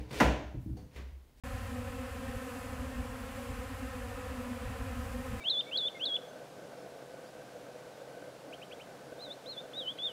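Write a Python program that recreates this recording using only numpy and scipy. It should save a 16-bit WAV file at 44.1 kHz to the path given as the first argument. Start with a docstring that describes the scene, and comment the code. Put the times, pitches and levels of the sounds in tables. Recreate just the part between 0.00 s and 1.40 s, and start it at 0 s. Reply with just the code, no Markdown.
"""A plastic shelf slides into an open fridge door and seats with a sharp thump. It scrapes in tiny friction
slips, sings faintly, then snaps home and rings the door liner. A low room mode booms, the door shudders with
dull thuds and ticks once; a sleeve rustles, and a hand brushes and bumps the door. Heard from a few steps away,
the quiet, hard-walled kitchen rings after the snap, the scrapes, the knocks and the tick."""
import sys
import numpy as np
from scipy import signal
from scipy.fft import rfft, irfft, next_fast_len
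from scipy.io import wavfile
from scipy.ndimage import map_coordinates

SR = 44100
rng = np.random.default_rng(int(sys.argv[2]) if len(sys.argv) > 2 else 0)


def output_pcm(signal):
    """Save a mono or channel-first signal as 16-bit PCM at the path in sys.argv[1].

    Samples are clipped to [-1, 1] before scaling.
    """
    pcm = np.clip(np.atleast_2d(signal).T, -1, 1) * 32767
    wavfile.write(sys.argv[1], SR, np.round(pcm).astype(np.int16))


N = 61739
LEAD = SR // 10  # pre-roll, so sounds can start before time zero
T = (np.arange(N + LEAD) - LEAD) / SR

# The shelf hits its seat, bright edge first, then its full weight.
# Each row: start in seconds, relative level in dB, tilt in dB per octave.
SHELF_CONTACTS = [(0.2004, -22.5, 1.5), (0.203, -18.5, 1.5), (0.207, -18, 0), (0.2131, -21, -1.5),
                  (0.229, -26, -4.5)]
# Booms of the kitchen's lowest room mode. # Each row: start in seconds, pitch in Hz, peak in dB, then rise,
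# hold and t60 in seconds.
ROOM_BOOMS = [(-.02, 63.7, -34.5, 0.014, 0.0038, 0.28), (0.138, 63, -41, 0.04, .005, 0.15),
              (0.223, 61.5, -24.5, 0.046, 0.024, 0.32), (.425, 64.3, -39.5, 0.045, 0.0046, .4),
              (0.537, 49.3, -41, 0.037, .01, 0.19), (0.654, 66.4, -35, 0.059, .005, .4),
              (0.946, 65.7, -41.5, 0.023, 0.13, 0.95), (1.091, 65.9, -37.5, 0.043, 0.019, 0.57)]
# Dull bumps of the door. Each row: start in seconds, relative level in dB, rise and t60 in seconds.
DOOR_THUDS = [(-.01, -44, 0.0065, 0.27), (.541, -38.5, 0.0063, 0.23), (.568, -39, 0.0063, 0.34),
              (0.655, -39, 0.01, 0.47), (.688, -39, 0.014, 0.41), (.742, -45, .015, 0.46),
              (.79, -50, 0.028, .4), (.98, -49.5, 0.022, .35)]
# Strokes along the plastic.
# Each row: start and length in seconds, level in dB, rise in seconds, tilt in dB per octave.
SLIDE_STROKES = [(-.06, 0.071, -53.5, 0.0079, -1.5), (.01, 0.073, -59, 0.011, -2.5),
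                 (0.082, 0.033, -56.5, 0.014, 0.5), (0.107, 0.023, -48.5, 0.0025, -0.5),
                 (0.124, 0.058, -44.5, 0.0086, 0.5), (.18, 0.025, -44, 0.0088, 0.9),
                 (0.914, 0.067, -60, 0.036, 0.96), (1.363, 0.045, -71.5, 0.015, 4.5)]
# Rubs on the shelf and light knocks on the door. Each row: start in seconds, relative level in dB.
SHELF_RUBS = [(-.03, -54.5), (.125, -51)]
DOOR_KNOCKS = [(0.1068, -48.5), (0.91, -61), (0.96, -46), (0.975, -53)]

# Resonances. Each row: pitch in Hz, relative level in dB, t60 in seconds.
LINER_MODES = [(142.2, -28, 0.47), (194.2, -24.5, 0.25), (247, -21, 0.25), (269.6, -13.5, 0.08),
               (301.8, -27, 0.62), (443, -27, .35), (505.8, -27, 0.35), (610.6, -28.5, 0.58),
               (713.4, -34.5, 0.27), (858, -31.5, .25), (896, -30.5, 0.22), (1005, -30, 0.41),
               (1378, -28.5, 0.19), (1928, -30.5, .18), (2634, -37, 0.17), (2710, -34.5, 0.25)]  # shelf and door liner together
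HOLLOW_MODES = [(122.2, -1, .33), (195.8, -9.5, .3), (262.2, -9.5, 0.39), (308.5, -4, 0.24)]  # the hollow door under a soft bump
RUB_MODES = [(248, -5.5, 0.45), (307.3, 4, .7), (437, -0.5, 0.77), (500, -2, 0.52), (542, -5, 0.45),
             (686, -4.5, 0.35)]  # the rubbed shelf
TICK_MODES = [(403, -55.5, 0.41), (498, -54.5, 0.54), (732, -54, .18), (4560, -74, .42)]  # a small part in the door

# Tone colours of the noise layers. Each row: frequency in Hz, relative level in dB.
CRACK_EQ = [(100, -34.5), (270, -6.5), (400, -13), (950, -3.5), (1230, -2.5), (1400, -7), (1730, -6),
            (2000, -3), (2230, -27), (2720, -11.5), (3050, -22.5), (6100, -21.5), (7400, -33),
            (15000, -45.5)]  # hard plastic contact
SHELF_TAIL_EQ = [(59, -40), (100, -1.5), (140, -6), (169, -8.5), (192, -4.5), (310, -2.5), (391, -8.5),
                 (434, -5.5), (524, -6), (607, -3), (814, -6.5), (1000, -8), (1190, -18), (1370, -12.5),
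                 (2630, -18), (4940, -32.5), (6350, -31), (7830, -38), (15000, -44.5)]  # the room after that contact
THUD_EQ = [(25, -17), (45, -3.5), (80, -1.5), (120, 4), (200, -8.5), (310, -6), (420, -28), (700, -36.5),
           (1500, -57), (4000, -82.5)]  # the shaking door
SLIDE_EQ = [(59, -39), (100, 1.5), (279, -6.5), (352, -13), (502, 2.5), (582, -11), (1050, -11.5),
            (1260, -23), (1370, -15), (2470, -15), (2860, -18), (4350, -21), (15000, -36.5)]  # friction on plastic
KNOCK_EQ = [(88, -34.5), (150, -3), (337, -13.5), (401, -7.5), (818, -19), (900, -12.5), (1430, -19.5),
            (1570, -18.5), (2020, -14.5), (7640, -36), (15000, -39.5)]  # a light touch on the door
TICK_EQ = [(300, -1.5), (850, 2), (1400, -8), (3000, -12), (4050, -15), (4500, -4.5), (5100, -17),
           (6200, -11.5), (7600, -22), (9200, -14), (10400, -23), (12000, -21), (15000, -21)]  # the small part's click
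SLEEVE_EQ = [(500, -12), (3000, -5), (7000, 0), (15000, 2)]  # airy cloth
HUSH_EQ = [(25, 6.5), (65, 9), (110, -3), (250, -5.5), (500, -10.5), (1000, -18.5), (3000, -24),
           (8000, -29.5), (15000, -29)]  # bass-heavy room tone

# The kitchen's reverb. Each row: frequency in Hz, t60 in seconds.
KITCHEN_DECAY = [(100, 0.71), (260, 0.59), (700, 0.59), (1840, 0.58), (4000, 0.59), (6500, 0.58),
                 (9000, 0.41), (12800, 0.31)]


def shelf(clatter_db=-2.5, liner_db=-2):
    """The shelf snaps home in a quick run of contacts and rings the door liner."""
    clatter = sum(
        amp(db) * blow(start, tilted(CRACK_EQ, tilt), tilted(SHELF_TAIL_EQ, tilt), t60=.039, wet_db=-7.5)
        for start, db, tilt in SHELF_CONTACTS)
    liner = ring(LINER_MODES, start=.2065, rise=.0061, blur=.0026)
    return amp(clatter_db) * clatter + amp(liner_db) * liner


def door(shake_db=-1.5, hollow_db=-2):
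    """The kitchen's lowest room mode swells after each push; soft bumps shake the door."""
    booms = 0
    for start, hz, db, rise, hold, t60 in ROOM_BOOMS:
        envelope = swell(start, rise) * fade(T - start - rise - hold, t60)
        booms += amp(db) * envelope * np.sin(2 * np.pi * hz * (T - start))
    shake = sum(amp(db) * puff(THUD_EQ, start, rise, t60) for start, db, rise, t60 in DOOR_THUDS)
    hollow = sum(amp(db) * ring(HOLLOW_MODES, start, rise, blur=.02) for start, db, rise, _ in DOOR_THUDS)
    return booms + amp(shake_db) * shake + amp(hollow_db) * hollow


def slides(slips_per_s=14000, scatter_db=3.5, wet_db=.5):
    """Friction: a stream of tiny slips under each stroke, spread by the room."""
    count = len(T)
    slips = (rng.random(count) < slips_per_s / SR) * rng.standard_normal(count)
    slips *= amp(scatter_db * rng.standard_normal(count))
    scrape = 0
    for start, length, db, rise, tilt in SLIDE_STROKES:
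        envelope = swell(start, rise) * fade(T - start - length, t60=.035)
        scrape += amp(db) * envelope * coloured(slips, tilted(SLIDE_EQ, tilt))
    room = kitchen_tail(0, [(1000, 0)])[LEAD:]  # flat EQ: the bare room response
    reverb = signal.fftconvolve(scrape, room / np.linalg.norm(room))[:count]
    return scrape + amp(wet_db) * reverb


def rubs():
    """Rubbing wakes the shelf's low modes, and it sings faintly."""
    return sum(amp(db) * ring(RUB_MODES, start, rise=.013, blur=.0074) for start, db in SHELF_RUBS)


def knocks():
    """The shelf and the hand land lightly on the door."""
    return sum(amp(db) * blow(start, KNOCK_EQ, KNOCK_EQ, t60=.038, wet_db=-5) for start, db in DOOR_KNOCKS)


def tick(start=.767, click_db=-61.5):
    """A small part in the door clicks and leaves a thin ring."""
    click = blow(start, TICK_EQ, TICK_EQ, t60=.044, wet_db=3)
    return amp(click_db) * click + ring(TICK_MODES, start, rise=.008, blur=.012)


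def sleeve(level_db=-72.5):
    """A faint hiss of cloth as the arm moves."""
    return amp(level_db) * puff(SLEEVE_EQ, start=.586, rise=.04, t60=1)


def kitchen_tail(start, eq):
    """The hard walls answer a blow with a wash of noise; the treble dies first."""
    hz, times, bands = signal.stft(noise(eq), SR, nperseg=256)
    decay = fade(times + T[0] - start, along(KITCHEN_DECAY, hz)[:, None])
    wash = signal.istft(bands * decay, SR)[1]
    return wash[:len(T)] * swell(start, rise=.0054)


def hush(level_db=-60.5):
    """A steady bed of low room tone."""
    return amp(level_db) * noise(HUSH_EQ)


def blow(start, crack_eq, tail_eq, t60, wet_db):
    """A short crack followed by the room."""
    crack = noise(crack_eq) * swell(start, rise=.0012) * fade(T - start, t60)
    return crack + amp(wet_db) * kitchen_tail(start, tail_eq)


def puff(eq, start, rise, t60):
    """Noise that swells, then dies away."""
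    return swell(start, rise) * fade(T - start - rise, t60) * noise(eq)


def ring(modes, start, rise, blur):
    """Struck, damped modes; blur is how far each wavers, as a share of its pitch."""
    tone = 0
    for hz, db, t60 in modes:
        cycles = hz * (T - start + blur * np.cumsum(waver()) / SR) + rng.random()
        tone += amp(db) * fade(T - start, t60) * np.sin(2 * np.pi * cycles)
    return swell(start, rise) * tone


def waver(points_per_s=150):
    """A smooth random wobble."""
    positions = np.arange(len(T)) * points_per_s / SR
    return map_coordinates(rng.standard_normal(len(T) // 20), [positions], mode="wrap")


def swell(start, rise):
    """A smooth attack from 0 to 1."""
    return np.sin(np.pi / 2 * np.clip((T - start) / max(rise, 1e-4), 0, 1)) ** 2


def fade(age, t60):
    """Full level until age 0, then down 60 dB every t60 seconds."""
    return np.exp(-np.log(1000) * np.maximum(age, 0) / t60)


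def noise(eq):
    """Fresh coloured noise at rms 1."""
    return coloured(rng.standard_normal(len(T)), eq)


def coloured(x, eq):
    """A signal through an EQ curve, brought to rms 1."""
    shaped = filtered(x, lambda hz: amp(along(eq, hz)))
    return shaped / np.sqrt(np.mean(shaped ** 2) + 1e-20)


def tilted(eq, db_per_octave, pivot_hz=900):
    """An EQ curve tipped brighter or darker."""
    return [(hz, db + db_per_octave * np.log2(hz / pivot_hz)) for hz, db in eq]


def filtered(x, response):
    """Apply a gain that depends on frequency."""
    size = next_fast_len(len(x) + SR // 2)
    gain = response(np.fft.rfftfreq(size, 1 / SR))
    return irfft(rfft(x, size) * gain, size)[:len(x)]


def along(curve, hz):
    """Read a curve on a log frequency axis."""
    freqs, values = np.transpose(curve)
    return np.interp(np.log(hz + 1), np.log(freqs + 1), values)


def amp(db):
    """Decibels to gain."""
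    return 10 ** (np.asarray(db) / 20)


def scene():
    """Shelf, door and small handling sounds over the kitchen's hush, in mono."""
    mix = shelf() + door() + slides() + rubs() + knocks() + tick() + sleeve() + hush()
    return mix[None, LEAD:]


def record(dry, low_cut_hz=18, top_hz=15750):
    """Roll off the deepest bass and cut the very top."""
    def passband(hz):
        return (hz < top_hz) / np.sqrt(1 + (low_cut_hz / (hz + 1)) ** 10)
    return np.array([filtered(channel, passband) for channel in dry])


dry = scene()
out = record(dry)
output_pcm(out)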